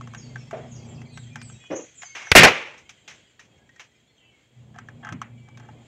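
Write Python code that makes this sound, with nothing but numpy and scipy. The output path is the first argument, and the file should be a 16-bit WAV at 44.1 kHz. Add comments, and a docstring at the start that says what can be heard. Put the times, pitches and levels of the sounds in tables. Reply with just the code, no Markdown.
"""First a plastic pipe gun ticks in the hands, a motor drones and sparrows chirp around a small walled yard.
Then the homemade gun fires: bursts of noise make the muzzle crack and two strikes, and the yard rings.
Before and after, things knock, bounce and ping further off, built from dying noise and short tones.
Birds are sliding sines, the motor is a group of wavering tones, ticks are struck ringing tones.
The phone microphone overloads on the bang.
"""
import sys
import numpy as np
from scipy import signal
from scipy.fft import rfft, irfft
from scipy.io import wavfile
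from scipy.ndimage import uniform_filter1d, map_coordinates

SR = 44100
rng = np.random.default_rng(int(sys.argv[2]) if len(sys.argv) > 2 else 0)


def digitize_waveform(pressure):
    """Quantize a signal to 16-bit integers and store it at the path in sys.argv[1].

    Rows of a 2-D input are taken as channels; values are limited to [-1, 1].
    """
    field = np.atleast_2d(pressure).T
    bounded = np.clip(field, -1, 1)
    quanta = np.round(bounded * 32767).astype(np.int16)
    wavfile.write(sys.argv[1], SR, quanta)


N = 258854
T = np.arange(N) / SR   # time of every sample, s

# Level of the background as heard through the microphone, lower after the bang:
# [t/s, hiss level/dB, far chatter level/dB]
FLOOR = [(0, -61, -65), (1.2, -63, -61.5), (2.3, -60.5, -64), (2.8, -65.5, -65.5), (3.25, -61, -70),
         (3.35, -68.5, -72), (3.9, -69, -72.5), (4.25, -70, -69), (4.5, -69.5, -81), (5.0, -68.5, -71.5),
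         (5.4, -68, -68.5), (5.87, -64.5, -69.5)]
# Tone colour of the low rumble: [f/Hz, relative level/dB]
RUMBLE = [(20, -32), (38, -28), (56, -3.5), (100, 0.5), (200, -2), (400, -5), (800, -11), (1400, -23.5),
          (3000, -53)]
# Tone colour of the leaves' hiss: [f/Hz, relative level/dB]
HISS = [(700, -19), (1500, -0.5), (2200, 2), (3300, 0.5), (4200, -5.5), (5500, -12.5), (7300, -1),
        (7900, -10), (8800, -35.5), (12000, -41.5), (16000, -47)]
# Steady insect song: [f/Hz, width of each of two filter passes/Hz, level over the hiss/dB]
INSECTS = [(3240, 170, -6), (7470, 220, -16.5), (8250, 230, -19.5)]
# Bands where far birds and insects chatter: [lowest f/Hz, highest f/Hz, notes per second/(1/s),
# note length/s, level of the faintest notes/dB]
CHATTER = [(1900, 3400, 60, .07, 0), (3500, 6000, 40, .05, -8), (6200, 7500, 60, .05, -5)]
TRAFFIC_DB, MOTOR_RUMBLE_DB = -65.5, -14   # the second is relative to the drone

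# Loudness of the motor's drone over time: [t/s, level/dB]
DRONE = [(0, -42.5), (.44, -42.5), (.52, -49), (.62, -42), (1.04, -41), (1.1, -49.5), (1.18, -43),
         (1.55, -42.5), (1.66, -67), (4.5, -73.5), (4.58, -50.5), (5.08, -47), (5.44, -47.5), (5.5, -53),
         (5.56, -48), (5.77, -49), (5.87, -59)]
# Low tones of the motor: [f/Hz, pitch waver/Hz, relative level/dB]
DRONE_MODES = [(57.5, 6, -19), (93.5, 6.8, -10.5), (120.5, 2.56, 2.5), (148.6, 2.9, -4), (217, 4.6, -9)]
# The motor's upper tone is silent between these times: [start t/s, stop t/s]
OCTAVE_SILENT = (1.46, 4.72)
OCTAVE_HZ, OCTAVE_WAVER_HZ = 241, 2.5
OCTAVE_DB, OCTAVE_UNEVEN_DB, UNEVEN_DB = -8, 2, 0.5   # relative to the drone; spreads of its loudness

# Sparrow chirps, each a quick slide that levels off: [t/s, length/s, starting f/Hz, final f/Hz,
# time constant of the slide/s, level/dB, roughness/share of pitch]
CHIRPS = [(.16, 0.13, 6850, 4340, 0.033, -58.5, 0.0092), (.15, 0.059, 6700, 6540, 0.033, -54, 0.022),
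          (.375, 0.059, 5830, 5100, 0.031, -53.5, 0.022), (.69, 0.11, 7180, 6070, 0.058, -54.5, 0.051),
          (.73, 0.1, 6860, 3920, 0.048, -58.5, 0.041), (.85, 0.079, 7950, 7360, 0.024, -57.5, .008),
          (.94, 0.033, 6830, 3970, 0.018, -53, 0.024), (1.07, 0.16, 4820, 3614, 0.076, -57, 0.037),
          (1.12, 0.13, 8870, 7520, 0.026, -56.5, 0.0099), (1.36, 0.078, 6000, 4620, 0.034, -56, 0.038),
          (1.42, 0.14, 8570, 7370, 0.036, -50.5, 0.0037), (1.49, 0.061, 6910, 4070, 0.075, -56, 0.026),
          (1.71, 0.13, 4920, 6580, 0.017, -47.5, 0.043), (1.95, .1, 7590, 6500, .06, -47.5, 0.029),
          (1.99, 0.12, 6400, 4580, 0.027, -60, 0.037), (2.04, 0.038, 6320, 6310, 0.022, -46.5, 0.0089),
          (2.23, 0.29, 6920, 5570, .04, -46, 0.024), (4.17, 0.14, 3300, 2901, 0.058, -63.5, .015),
          (4.18, 0.11, 2900, 2600, 0.051, -64, .015), (4.24, .16, 2460, 2040, .1, -70, 0.0148)]
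# Faint, nearly steady whistles: [t/s, length/s, starting f/Hz, level/dB]
WHISTLES = [(1.286, 0.17, 2410, -56.5), (1.27, 0.056, 3400, -60), (1.53, 0.064, 3800, -62),
            (1.576, 0.21, 2500, -54.5), (1.575, 0.15, 3370, -57.5), (1.59, 0.21, 2966, -59.5),
            (2.027, 0.24, 2194, -52.5), (2.167, 0.18, 2200, -48), (3.571, 0.09, 1650, -65.5),
            (4.07, 0.09, 4300, -68), (4.072, 0.032, 3440, -62), (5.299, 0.44, 2330, -65)]
WHISTLE_DROOP, WHISTLE_ROUGH, WHISTLE_SLIDE_S = 0.0089, 0.0059, 0.1   # shares of pitch; time constant
# Echoes of the birds off the nearest walls: [delay/s, level/dB before the overall echo level is added]
ECHOES = [(.024, -9.5), (.047, -10.5), (.08, -15)]

# Dull thumps further off: [t/s, level/dB, centre f/Hz, width/octaves, rise/s, time to fall 60 dB/s]
THUMPS = [(.528, -35, 660, 0.23, 0.00087, 0.55), (1.701, -24, 515, 0.24, 0.012, .33),
          (5.116, -23, 191, 0.74, .024, 0.15)]
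LOWER_RING, LOWER_RING_DB = 0.635, -2   # each thump rings lower too: share of its centre, relative level
THUMP_ECHOES_S, AFTER_ECHOES_DB_PER_S = 0.14, 196   # after this time each thump dies faster
# Small hard things that knock and bounce in the yard: [t/s, level/dB, centre f/Hz, time to fall 60 dB/s]
BOUNCES = [(2.019, -38.5, 2430, 0.086), (2.15, -35, 1970, 0.69), (2.777, -49, 5000, 0.15),
           (2.892, -41, 3550, 0.12), (3.077, -36.5, 2807, 0.23), (3.393, -45.5, 3000, 0.2),
           (3.795, -38.5, 2230, .16)]
BOUNCE_OCTAVES, BOUNCE_RISE_S = 1.7, .001
SKIRT_DB, SKIRT_DB_PER_OCTAVE = 8.5, 9   # beside its centre a knock falls off slowly
BRIGHT_EDGE_DB, BRIGHT_EDGE_T60_S = -29, .08   # relative to each bounce
# Something small and hard pings in the yard: [t/s, level/dB]
PINGS = [(3.393, -44), (3.692, -47), (3.761, -47)]
PING_HZ, PING_T60_S = 1880, 0.08

# Ticks of the gun in the hands, and two faint clicks at the start of pings (3.692 s and 3.761 s):
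# [t/s, strike level/dB, strongest ring f/Hz, crack relative to strike/dB]
TICKS = [(0.01, -33.5, 1150, -10.5), (0.073, -34, 1110, -13.5), (0.136, -32.5, 1110, -14),
         (0.147, -29.5, 1670, -9.5), (0.358, -29, 1730, -14.5), (0.51, -28.5, 1040, -11),
         (1.016, -37.5, 2160, -10.5), (1.174, -35, 1450, -3), (1.357, -23.5, 1720, -11),
         (1.415, -41.5, 1730, 4.5), (1.498, -41, 1420, -15), (1.638, -37.5, 2440, -18),
         (2.032, -26, 1980, -15), (2.27, -30, 1657, -19), (3.692, -52, 1920, -4), (3.761, -51, 1910, -0.5),
         (4.743, -43.5, 757, -18), (4.76, -38, 720, -15), (4.786, -28.5, 1470, -11.5),
         (4.886, -33, 1720, -16), (5.048, -27.5, 1546, -15.5), (5.069, -32.5, 1530, -18),
         (5.089, -28, 1490, -15), (5.124, -28, 1220, -7), (5.216, -20.5, 1240, -14.5),
         (5.486, -45.5, 898, -7.5), (5.573, -40, 1026, -3.5), (5.598, -38, 920, -13),
         (5.687, -33.5, 812, -24)]
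# Ringing tones (modes) of the gun: [f/Hz, relative level/dB, time to fall 60 dB/s]
GUN = [(710, 0, 0.045), (855, -1, .05), (1114, 5, 0.021), (1287.6, 3.5, 0.023), (1567, -2, 0.056),
       (1712, 9.5, 0.015), (2012, -2.5, 0.023), (2802, -12.5, 0.047), (3216, 3, 0.0154)]
OFF_RING_DB_PER_OCTAVE, OFF_RING_MOST_DB = 33.5, 14.5   # modes away from the ring are struck less
TAIL_DB, TAIL_HZ, TAIL_T60_S = -24, 1350, .25   # level relative to each strike
# The grip shifts and scrapes: [start t/s, stop t/s, level/dB]
SCRAPES = [(4.73, 4.819, -51), (5.02, 5.121, -40), (5.47, 5.52, -58), (5.57, 5.689, -56)]
SCRAPE_PER_S = 160   # average rate of tiny clicks
# Tone colour of the microphone: [f/Hz, relative level/dB]
MIC = [(20, -6.5), (100, 8), (1300, 1), (2300, 5.5), (3300, -0.5), (4500, -9.5), (6200, 2.5), (7500, -7),
       (9000, -21.5), (16000, -29)]

# The bang as muzzle crack, strike, second strike: [t/s, level/dB, time to fall 60 dB/s,
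# hollow boom level/dB, time for the boom to fall 60 dB/s]
BANG = [(2.316, 10.5, 0.018, -9.5, 0.0067), (2.3517, 14, 0.18, 11.5, 0.076), (2.432, 2, 0.16, 1, .15)]
# Tone colour of the three bursts: [f/Hz, relative level/dB]
BANG_COLOUR = [(35, -55.5), (60, -17), (208, -8), (504, -9.5), (719, -12), (980, -15.5), (1600, -6),
               (2430, -4), (3470, -15), (6310, -22.5), (12000, -55), (15600, -84.5), (22000, -120)]
# Tone colour of the yard's ring: [f/Hz, relative level/dB]
YARD_COLOUR = [(35, -70), (60, -43), (142, -26.5), (527, -1.5), (719, -12), (803, -6), (1490, -8),
               (2430, -0.5), (4630, -23.5), (6310, -22), (12000, -60.5), (15600, -91), (22000, -120)]
YARD_DB, YARD_T60_S, YARD_END_S = -17, 0.57, 2.784
PUFF_DB, PUFF_HZ, PUFF_T60_S = -5, 80, .045   # air pushed out of the barrel
SIZZLE_DB, NEAR_SIZZLE_DB, SIZZLE_T60_S = -28, -36, .21   # after the strikes; after the muzzle crack

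CLIP_TOP, CUTOFF_HZ, SELF_NOISE_DB = .69, 17050, -86   # overload ceiling; top cut; input hiss


def amp(db):
    """Turns decibels into a gain."""
    return 10 ** (np.asarray(db) / 20)


def rms_one(x):
    """Scales a sound to rms 1, an average strength of one."""
    return x / np.sqrt(np.mean(x ** 2) + 1e-20)


def in_time(rows):
    """Draws each column of a time table as a curve, sample by sample."""
    s, *columns = np.transpose(rows)
    return [np.interp(T, s, column) for column in columns]


def at_hz(points, hz):
    """Reads a tone-colour table between its points, on a log frequency axis."""
    table_hz, table_db = np.array(points)[:, 0], np.array(points)[:, 1]
    return np.interp(np.log(hz + 1), np.log(table_hz), table_db)


def coloured(db_of_hz, count):
    """Shapes white noise to the given spectrum and scales it to rms 1."""
    hz = np.arange(count // 2 + 1) * SR / count
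    spectrum = rfft(rng.standard_normal(count)) * amp(db_of_hz(hz))
    return rms_one(irfft(spectrum, count))


def hump(centre_hz, db_per_octave_squared):
    """Noise with one broad hump that falls away on both sides of its centre."""
    return coloured(lambda hz: -db_per_octave_squared * np.log2((hz + 1) / centre_hz) ** 2, N)


def drift(rate):
    """Smooth random wandering through about rate new values a second, rms 1."""
    return rms_one(map_coordinates(rng.standard_normal(5000), [T * rate], order=3))


def fade(t, rise, t60):
    """Envelope that rises, then dies by 60 dB every t60 seconds; silent before zero."""
    t = np.maximum(t, 0)
    return (1 - np.exp(-t / max(rise, 1e-4))) * amp(-60 * t / t60)


def resonance(x, hz, width_hz):
    """Rings at one frequency: a two-pole filter with gain about 1 on its peak."""
    r = np.exp(-np.pi * width_hz / SR)
    top = [(1 - r * r) / 2, 0, -(1 - r * r) / 2]
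    bottom = [1, -2 * r * np.cos(2 * np.pi * hz / SR), r * r]
    return signal.lfilter(top, bottom, x + 1e-18)


def chatter():
    """Many faint short notes at random, each drooping a little, with a rough, fluttering loudness."""
    out = np.zeros(N + SR)
    for from_hz, to_hz, per_s, length, db in CHATTER:
        t = T[:round(length * SR)]
        for when, pitch, size, droop in rng.random((400, 4))[:round(per_s * N / SR)]:
            hz = from_hz * (to_hz / from_hz) ** pitch
            cycles = hz * t * (1 - .015 * droop * t / length)
            note = np.sin(np.pi * t / length) * np.sin(2 * np.pi * cycles)
            out[round(when * N):][:len(t)] += amp(db + 12 * size) * note
    return rms_one(out[:N] * (1 + 0.55 * drift(90)))


def neighbourhood():
    """Far traffic and the motor's own rumble, leaves and insects as filtered noise, and chatter."""
    hiss_db, chatter_db = in_time(FLOOR)
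    smooth_drone_db = uniform_filter1d(in_time(DRONE)[0], size=SR // 4)
    rumble_gain = amp(TRAFFIC_DB) + amp(MOTOR_RUMBLE_DB + smooth_drone_db)
    rumble = rumble_gain * amp(2.7 * drift(6.7)) * coloured(lambda hz: at_hz(RUMBLE, hz), N)
    white = rng.standard_normal(N)
    insects = np.zeros(N)
    for hz, width_hz, db in INSECTS:
        song = resonance(resonance(white, hz, width_hz), hz, width_hz)
        insects += amp(db) * rms_one(song)
    leaves = amp(1.5 * drift(12)) * coloured(lambda hz: at_hz(HISS, hz), N)
    return rumble + amp(hiss_db) * (leaves + insects) + amp(chatter_db) * chatter()


def wavering(hz, waver_hz):
    """A tone that wanders in pitch and throbs in loudness."""
    throb = amp(2.6 * drift(22))
    return throb * np.sin(2 * np.pi * np.cumsum(hz + waver_hz * drift(6.8)) / SR)


def drone():
    """An uneven motor that runs, almost vanishes and returns: wavering low tones on a bed of rumble."""
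    level_db, = in_time(DRONE)
    tones = sum(amp(db) * wavering(hz, waver_hz) for hz, waver_hz, db in DRONE_MODES)
    body = rms_one(rms_one(tones) + amp(-12.5) * hump(140, 8))
    octave = rms_one(wavering(OCTAVE_HZ, OCTAVE_WAVER_HZ)) * amp(OCTAVE_DB + OCTAVE_UNEVEN_DB * drift(8))
    # the upper tone fades out and in over 19 ms
    silent = np.clip(np.minimum(T - OCTAVE_SILENT[0], OCTAVE_SILENT[1] - T) / 0.019, 0, 1)
    return amp(level_db) * (amp(UNEVEN_DB * drift(14)) * body + (1 - silent) * octave)


def birds(notes, echo_db):
    """Rough sines that slide to their last pitch, repeated by the walls and smeared by scattered echoes."""
    out, waver = np.zeros(N), drift(450)
    for s, length, from_hz, to_hz, slide, db, rough in notes:
        t = T - s
        hz = to_hz + (from_hz - to_hz) * np.exp(-np.clip(t, 0, length) / slide)
        hz = hz * (1 + rough * waver)
        swell = np.sin(np.pi * np.clip(t / length, 0, 1)) ** .6
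        out += amp(db) * swell * np.sin(2 * np.pi * np.cumsum(hz) / SR)
    out = out * amp(3.7 * drift(65))
    echoes = rng.standard_normal(SR // 2) * fade(T[:SR // 2], .004, 0.45)
    echoes = amp(echo_db) * echoes / np.linalg.norm(echoes)
    for delay, db in ECHOES:
        echoes[round(delay * SR)] += amp(db + echo_db)
    return out + signal.fftconvolve(out, echoes)[:N]


def bird_calls():
    """Sparrow chirps, and faint whistles that droop slightly, each with echoes off the walls."""
    whistles = [(s, length, hz, hz * (1 - WHISTLE_DROOP), WHISTLE_SLIDE_S, db, WHISTLE_ROUGH)
                for s, length, hz, db in WHISTLES]
    return birds(CHIRPS, echo_db=-1) + birds(whistles, echo_db=-7.0)


def knocks():
    """Each knock arrives blurred by the walls: noise around its centre, dying away."""
    out, count = np.zeros(N + SR), SR // 2
    faster_end = amp(-AFTER_ECHOES_DB_PER_S * np.maximum(T[:count] - THUMP_ECHOES_S, 0))
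    thumps = [(*row, faster_end) for row in THUMPS]
    thumps += [(s, db + LOWER_RING_DB, hz * LOWER_RING, *rest) for s, db, hz, *rest in thumps]
    bounces = [(s, db, hz, BOUNCE_OCTAVES, BOUNCE_RISE_S, t60, 1) for s, db, hz, t60 in BOUNCES]
    for s, db, centre_hz, octaves, rise, t60, ending in thumps + bounces:
        def colour(hz):
            off = np.abs(np.log2((hz + 1) / centre_hz))
            skirt = SKIRT_DB + SKIRT_DB_PER_OCTAVE * off
            return at_hz(MIC, hz) - np.minimum(6 * (off / octaves) ** 2, skirt)
        knock = coloured(colour, count) * fade(T[:count], rise, t60) * ending
        out[round(s * SR):][:count] += amp(db) * knock
    edge = sum(amp(db + BRIGHT_EDGE_DB) * fade(T - s, BOUNCE_RISE_S, BRIGHT_EDGE_T60_S)
               for s, db, *_ in BOUNCES)
    out[:N] += edge * np.diff(rng.standard_normal(N + 1))   # differences make the noise bright
    out = signal.sosfilt(signal.butter(2, 80, "high", fs=SR, output="sos"), out)
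    return out[:N] * amp(1.2 * drift(70))   # separate echoes make the decay ragged


def pings():
    """One short clear ring for each ping: a single dying sine."""
    return sum(amp(db) * fade(T - s, 0.0013, PING_T60_S) * np.sin(2 * np.pi * PING_HZ * (T - s))
               for s, db in PINGS)


def ticks():
    """A tick strikes all the gun's modes, mostly those near its ring, with a crack and a tail off the walls."""
    s, db, ring_hz, crack_db = np.transpose(TICKS)
    at, out = np.round(s * SR).astype(int), np.zeros(N)
    chance = rng.standard_normal((len(at), len(GUN)))
    scrape = sum(amp(d) * np.sin(np.pi * np.clip((T - start) / (stop - start), 0, 1))
                 for start, stop, d in SCRAPES)
    scrape = scrape * (rng.random(N) < SCRAPE_PER_S / SR)   # sparse random clicks
    for k, (hz, mode_db, t60) in enumerate(GUN):
        octaves_off = np.abs(np.log2(hz / ring_hz))
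        near_db = -np.minimum(OFF_RING_DB_PER_OCTAVE * octaves_off, OFF_RING_MOST_DB)
        clicks = amp(mode_db) * scrape * rng.standard_normal(N)
        clicks[at] = amp(db + mode_db + near_db + 2.5 * chance[:, k])
        t = T[:SR // 8]
        swell = fade(t, .002, t60)   # plastic gives a little before it rings
        ring = swell * np.sin(2 * np.pi * (hz * t + rng.random()))
        out += signal.fftconvolve(clicks, ring)[:N]
    crack = sum(amp(d) * fade(T - t0, 0.00013, 0.04) for t0, d in zip(s, db + crack_db))
    tail = sum(amp(d) * fade(T - t0, 0.0039, TAIL_T60_S) for t0, d in zip(s, db + TAIL_DB))
    out = out + crack * coloured(lambda hz: at_hz(MIC, hz), N)
    out = out + tail * coloured(lambda hz: at_hz(MIC, hz) - 7 * np.log2((hz + 1) / TAIL_HZ) ** 2, N)
    return signal.sosfilt(signal.butter(4, 600, "high", fs=SR, output="sos"), out)


def bang():
    """Three bursts of dense lumpy noise, the yard's ring after the strikes, and the puff of air."""
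    s, level_db, t60, boom_db, boom_t60 = np.array(BANG).T[:, :, None]
    noise = coloured(lambda hz: at_hz(BANG_COLOUR, hz), N) * amp(2.0 * drift(200) + 2.7 * drift(60))
    direct = np.sum(amp(level_db) * fade(T - s, 0.00082, t60), axis=0)
    near = amp(-23.5) * fade(T - s[0], 0.0027, 0.25)   # walls close to the muzzle
    boom = hump(650, 9) * np.sum(amp(boom_db) * fade(T - s, .0006, boom_t60), axis=0)
    ring = np.sum(amp(YARD_DB) * fade(T - s[1:], .01, YARD_T60_S), axis=0)
    # the ring is cut off quickly after YARD_END_S
    ring = ring * amp(-150 * np.maximum(T - YARD_END_S, 0) + 1.6 * drift(90))
    yard = ring * coloured(lambda hz: at_hz(YARD_COLOUR, hz), N)
    t = np.maximum(T - s[0], 0)
    puff = -amp(PUFF_DB) * fade(t, .002, PUFF_T60_S) * np.sin(2 * np.pi * PUFF_HZ * t)
    thud = amp(-6.5) * fade(T - s[1], .005, 0.28) * hump(155, 18)
    band = signal.butter(1, [5500, 14000], "band", fs=SR, output="sos")
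    bright = signal.sosfilt(band, rng.standard_normal(N))
    scatter = np.sum(amp(SIZZLE_DB) * fade(T - s[1:], .002, SIZZLE_T60_S), axis=0)
    near_scatter = amp(NEAR_SIZZLE_DB) * fade(T - s[0], .003, SIZZLE_T60_S)
    sizzle = bright * (scatter + near_scatter)
    return noise * (direct + near) + boom + yard + puff + thud + sizzle


def scene():
    """Adds all sources at one microphone."""
    background = neighbourhood() + drone() + bird_calls()
    return (background + knocks() + pings() + ticks() + bang())[None]


def record(dry):
    """The input overloads almost squarely, edges a little rounded, over its faint hiss; then the top is cut."""
    clipped = dry / (1 + np.abs(dry / CLIP_TOP) ** 6) ** (1 / 6)
    rounded = signal.sosfilt(signal.butter(1, 13000, fs=SR, output="sos"), clipped)
    rounded = rounded + amp(SELF_NOISE_DB) * rng.standard_normal(N)
    return signal.sosfilt(signal.cheby2(10, 60, CUTOFF_HZ, fs=SR, output="sos"), rounded)


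dry = scene()
out = record(dry)
digitize_waveform(out)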